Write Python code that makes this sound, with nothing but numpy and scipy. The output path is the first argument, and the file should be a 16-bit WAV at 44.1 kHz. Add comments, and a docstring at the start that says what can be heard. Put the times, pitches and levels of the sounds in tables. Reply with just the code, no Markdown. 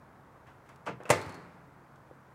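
"""A dull rush of air and a low, wavering ventilation hum fill a small trailer kitchen; a built-in microwave
door is swung shut. The hinge scuffs, latch hooks clack onto their ramps, slide and snap home at the frame.
Case and cabinet ring on, with small ticks and bumps. Contacts, scuffs, air and diffuse tails are coloured
noise; ringing bodies are sums of decaying sines; the shutting door adds one smooth air pulse."""
import sys
import numpy as np
from scipy import signal
from scipy.fft import rfft, irfft
from scipy.io import wavfile

SR = 44100
rng = np.random.default_rng(int(sys.argv[2]) if len(sys.argv) > 2 else 0)


def master_out(mix):
    """Clip the mix to full scale and print it as 16-bit PCM to the path in sys.argv[1]."""
    frames = np.transpose(np.atleast_2d(mix))
    ceiling = np.clip(frames, -1, 1)
    pcm = np.round(ceiling * 32767).astype(np.int16)
    wavfile.write(sys.argv[1], SR, pcm)


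N = 103238  # samples
SHUT_S = 1.1026  # the door meets the frame


def undb(db):
    """Decibels to gain."""
    return 10 ** (np.asarray(db) / 20)


def curve(hz, points):
    """Read (Hz, value) points on a log-frequency axis."""
    points = np.array(points, float)
    return np.interp(np.log(hz), np.log(points[:, 0]), points[:, 1])


def fade(t, t60_s):
    """Exponential decay, 60 dB down after t60_s."""
    return np.exp(-np.log(1000) * t / np.maximum(t60_s, 1e-3))


def place(x, at_s):
    """Start a sound at a given time in an empty track."""
    return np.concatenate([np.zeros(int(at_s * SR)), x, np.zeros(N)])[:N]


def repeat(x, hits):
    """Sum copies of one sound at (start_s, gain_db) hits."""
    return sum(place(undb(gain_db) * x, start_s) for start_s, gain_db in hits)


def noise(colour, size, tilt_db=0):
    """Random-phase noise of unit RMS with a given spectrum, tilted in dB per octave above 148 Hz."""
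    hz = np.maximum(np.fft.rfftfreq(size, 1 / SR), 1)
    tilt = tilt_db * np.log2(np.maximum(hz, np.exp(5)))
    phase = np.exp(2j * np.pi * rng.random(len(hz)))
    x = irfft(undb(curve(hz, colour) + tilt) * phase, size)
    return x / x.std()


def burst(colour, t60s, rise_s, tilt_db=0, size=32768):
    """Dense resonances struck together: noise in overlapping octaves, each dying at its own rate."""
    t = np.arange(size) / SR
    spectrum = rfft(noise(colour, size, tilt_db))
    octave = np.log2(np.clip(np.fft.rfftfreq(size, 1 / SR), 64, 16384))
    out = 0
    for k in range(6, 15):  # band centres 2**k Hz
        weight = np.maximum(1 - abs(octave - k), 0)
        band = irfft(spectrum * weight, size)
        out = out + band * fade(t, curve(2. ** k, t60s))
    return out * np.minimum(t / rise_s, 1)


def ring(modes):
    """Decaying sines of a struck object."""
    t = np.arange(N) / SR
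    return sum(undb(db) * np.sin(2 * np.pi * hz * t) * fade(t, t60_s) for hz, db, t60_s in modes)


def ventilation():
    """Coloured-noise air rush plus a fan hum whose phase wanders slowly."""
    # air spectrum: pitch_hz, relative_db
    air_colour = [(25, -16), (50, -5), (90, 0), (140, -1), (220, -3), (400, -6.5), (650, -6.5), (1000, -5),
                  (1500, -10), (2100, -18), (2900, -29), (5000, -34), (10000, -37.5), (15500, -40)]
    air_db, hum_hz, hum_db = -57, 134.8, -65.5  # RMS levels
    t = np.arange(N) / SR
    waver = noise([(1, 0), (5, 0), (25, -40), (200, -120)], N)
    phase_rad = 2 * np.pi * hum_hz * t + .5 * waver
    hum = np.sqrt(2) * np.sin(phase_rad)
    return undb(air_db) * noise(air_colour, N) + undb(hum_db) * hum


def ticks():
    """Small plastic ticks: bright noise with an instant onset and a short decay."""
    # ticks: start_s, level_db, tilt_db_per_octave, t60_s
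    tick_hits = [(.6914, -59, 1, .03), (.7593, -60, 1, .022), (1.0348, -53, -3, .01),
                 (1.0546, -62, -2, .03), (1.2151, -50, 1, .04), (1.2235, -54, 2, .04),
                 (1.2615, -56, 0, .04), (1.2935, -54, 0.5, .05), (1.3225, -59, 0, .04),
                 (1.3438, -54, 0, .055), (1.9579, -68, -1, .035)]
    # spectrum: pitch_hz, relative_db
    tick_colour = [(500, -20), (2500, -1), (4500, -2.5), (7500, -0.5), (10500, -7), (15500, -20)]
    size = 16384
    t = np.arange(size) / SR
    out = 0
    for start_s, level_db, tilt_db, t60_s in tick_hits:
        tick = noise(tick_colour, size, tilt_db) * fade(t, t60_s)
        out = out + place(undb(level_db) * tick, start_s)
    return out


def scuffs():
    """Hinge and sliding hooks rub: noise with a short linear rise and a longer decay."""
    # scuffs: start_s, level_db, rise_s, tilt_db_per_octave
    rubs = [(0.358, -60.5, .002, -4), (0.463, -52, 0.01, 2), (.652, -63.5, 0.011, 6),
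            (0.685, -54.5, 0.0059, 3.5), (1.001, -46.5, 0.0031, -2), (1.0535, -45.5, 0.0015, 1),
            (1.072, -52.5, .004, 2.5)]
    # spectrum: pitch_hz, relative_db
    scuff_colour = [(150, -9), (500, 7.5), (1000, 8.5), (1700, 2.5), (2900, -8.5), (4000, -19), (8000, -28),
                    (15000, -42)]
    t60_s, size = 0.31, 16384
    t = np.arange(size) / SR
    out = 0
    for start_s, level_db, rise_s, tilt_db in rubs:
        envelope = np.minimum(t / rise_s, 1) * fade(t, t60_s)
        scuff = noise(scuff_colour, size, tilt_db) * envelope
        out = out + place(undb(level_db) * scuff, start_s)
    return out


def bumps():
    """Soft bumps of hand and door: three low, quickly damped modes."""
    # bumps: start_s, gain_db
    bump_hits = [(0.3595, -48.5), (1.003, -39.5), (1.029, -43), (1.161, -26), (2.1118, -40)]
    # modes: pitch_hz, relative_db, t60_s
    bump_modes = [(130, -18, 0.13), (373.5, -8, 0.043), (500, -1.5, 0.036)]
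    return repeat(ring(bump_modes), bump_hits)


def settling():
    """The cabinet rocks in low modes and the latch spring jingles faintly in two high ones."""
    # cabinet rocking after the slam: start_s, gain_db
    thud_hits = [(1.152, -38), (1.262, -39.5)]
    # cabinet: pitch_hz, relative_db, t60_s
    cabinet_modes = [(76.7, 4, 0.15), (93, 3.5, 0.14), (288, -10, 0.23)]
    # spring settling: start_s, gain_db
    spring_hits = [(1.2151, 0), (1.2935, -4), (1.3438, -4)]
    # spring: pitch_hz, relative_db, t60_s
    spring_modes = [(4270, -57, .25), (4420, -59, .22)]
    return repeat(ring(cabinet_modes), thud_hits) + repeat(ring(spring_modes), spring_hits)


def puff():
    """The closing door pushes out one soft Gaussian pulse of air."""
    peak_db, half_width_s = -41, 0.0037  # half-width to 1/e
    u = (np.arange(N) / SR - SHUT_S) / half_width_s - 1  # peaks one half-width after SHUT_S
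    return undb(peak_db) * np.exp(-u ** 2)


def hooks():
    """Plastic hooks clatter onto their ramps, set the loose door ringing, then catch at the ramp tops."""
    # ramp contacts: start_s, gain_db, tilt_db_per_octave
    contacts = [(0.858, -51, 4.5), (0.8634, -34.5, 1), (0.8686, -34.5, -0.5), (0.8738, -33.5, -2.5),
                (0.8798, -34, -1), (0.891, -38, -3.5), (.901, -42, -4)]
    # contact spectrum: pitch_hz, relative_db
    hook_colour = [(40, -41), (110, -7), (200, -8.5), (340, -5.5), (490, -3), (720, -3), (950, 6),
                   (1400, -2.5), (1750, -9.5), (2700, -13.5), (3700, -26.5), (6000, -28.5), (9000, -34.5),
                   (15500, -54)]
    # contact decay: pitch_hz, t60_s
    hook_t60 = [(100, 0.38), (500, .17), (1100, 0.024), (2500, 0.26), (10000, 0.11)]
    # loose door: pitch_hz, relative_db, t60_s
    door_modes = [(121, -42, 0.3), (188, -43, 0.35), (219, -43, 0.3), (305, -44, .27), (431, -41, 0.27),
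                  (471, -36, 0.24), (544, -37, 0.17), (680, -41, 0.24), (877, -42, .22), (920, -34, 0.15),
                  (1000, -41, 0.2), (1180, -40, .12), (1226, -36, 0.16), (1370, -40, 0.16),
                  (1475, -39, 0.14), (1606, -46, .15), (2232, -47, .16), (2600, -49, 0.17),
                  (3162, -55, .17)]
    # catch: pitch_hz, level_db, t60_s
    catch_modes = [(505, -43, .1), (1020, -48, .06), (1500, -48, .08), (2620, -43, .04)]
    door_s, door_gain_db, door_rise_s = .869, -0.5, .007
    catch_s = 1.0545
    clatter = 0
    for start_s, gain_db, tilt_db in contacts:
        clack = burst(hook_colour, hook_t60, 0.00085, tilt_db, size=16384)
        clatter = clatter + place(undb(gain_db) * clack, start_s)
    rise = np.minimum(np.arange(N) / SR / door_rise_s, 1)
    door = undb(door_gain_db) * ring(door_modes) * rise
    return clatter + place(door, door_s) + place(ring(catch_modes), catch_s)


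def slam():
    """The latch snaps in sharp contacts; panel thump, case modes, kitchen and cavity ring on."""
    # latch release, door on frame, rebounds: start_s, gain_db, tilt_db_per_octave
    contacts = [(1.0926, -31, -1), (1.0974, -31.5, -2), (1.1022, -18, 0), (1.1056, -16, -0.5),
                (1.1086, -24, 1), (1.1155, -25.5, 0), (1.128, -26, -3.5), (1.138, -29, -3)]
    # snap spectrum: pitch_hz, relative_db
    snap_colour = [(30, -28.5), (120, -18.5), (290, -12), (560, -1.5), (760, 1.5), (1080, -2.5),
                   (1550, -11), (2150, -5), (2700, -7.5), (3100, -19.5), (5500, -17), (8000, -10.5),
                   (11000, -18.5), (15500, -33.5)]
    # snap decay: pitch_hz, t60_s
    snap_t60 = [(100, 0.0256), (600, 0.047), (2500, 0.035), (10000, 0.018)]
    # dead thump of the door panel: pitch_hz, level_db, t60_s
    thump_modes = [(134, -18, 0.0518), (553, -22.5, 0.036)]
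    # shut door and steel case: pitch_hz, relative_db, t60_s
    case_modes = [(77, -46, 0.7), (99, -37, 0.7), (126, -38, 0.7), (172, -45, 2.0), (251, -44, 0.7),
                  (291, -42, 0.85), (339, -36, 0.45), (380, -35, 0.52), (434, -33, 0.5), (470, -33, 0.3),
                  (502, -23.5, 0.23), (588, -19.5, 0.18), (676, -28.5, 0.31), (784, -36, 0.36),
                  (874, -35, 0.5), (900, -45, .8), (950, -28, .09), (1038, -28, 0.17), (1216, -28, 0.21),
                  (1350, -36.5, 0.32), (1538, -35, 0.24), (1770, -35, 0.22), (2031, -29, 0.24),
                  (2166, -36, 0.27), (2197, -36, 0.22), (2697, -36.5, 0.23), (2781, -35.5, 0.2),
                  (3539, -40.5, 0.22), (4538, -42, .1), (5245, -41, .14), (7219, -39, .11), (7676, -38, .1),
                  (8500, -38, .13)]
    # kitchen's answer: pitch_hz, relative_db
    kitchen_colour = [(30, -28), (65, -18.5), (130, -6.5), (280, -6), (520, 0), (760, -5.5), (1000, -8.5),
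                      (1500, -6.5), (2100, -4), (2750, -14), (3100, -13.5), (5500, -15.5), (8000, -18),
                      (11000, -27), (15500, -37)]
    # kitchen decay: pitch_hz, t60_s
    kitchen_t60 = [(100, .33), (500, .27), (1200, .22), (3000, .25), (8000, .22), (15000, .19)]
    # long shimmer of steel cavity and latch springs: pitch_hz, relative_db
    cavity_colour = [(30, -24), (60, -12), (90, -4), (160, -2), (300, -1), (600, -6.5), (900, -4),
                     (1300, -6), (2200, -10), (3200, -22), (4400, -20), (6000, -28), (8000, -27),
                     (15000, -43)]
    # shimmer decay: pitch_hz, t60_s
    cavity_t60 = [(100, 1.3), (900, 1.3), (2200, 1.1), (5000, .9), (12000, .8)]
    case_gain_db, kitchen_gain_db, cavity_gain_db = -2, -26.5, -36.5
    snaps = 0
    for start_s, gain_db, tilt_db in contacts:
        snap = burst(snap_colour, snap_t60, 0.00039, tilt_db, size=4096)
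        snaps = snaps + place(undb(gain_db) * snap, start_s)
    case = ring(thump_modes) + undb(case_gain_db) * ring(case_modes)
    kitchen = undb(kitchen_gain_db) * burst(kitchen_colour, kitchen_t60, 0.0043)
    cavity = undb(cavity_gain_db) * burst(cavity_colour, cavity_t60, 0.0077, size=65536)
    return snaps + sum(place(part, SHUT_S) for part in (case, kitchen, cavity))


def scene():
    """The door closing in the humming kitchen, in mono."""
    bass_cut_hz = 106  # thins the deep bass of the door and cabinet sounds
    door = ticks() + scuffs() + bumps() + settling() + hooks() + slam()
    door = signal.sosfilt(signal.butter(4, bass_cut_hz, "high", fs=SR, output="sos"), door)
    return (ventilation() + puff() + door)[None]


def record(dry):
    """The microphone thins the deep bass and cuts the top."""
    rumble_hz, top_hz = 48.3, 15900
    thin = signal.sosfilt(signal.butter(2, rumble_hz, "high", fs=SR, output="sos"), dry)
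    return signal.sosfilt(signal.ellip(10, .2, 70, top_hz, fs=SR, output="sos"), thin)


dry = scene()
out = record(dry)
master_out(out)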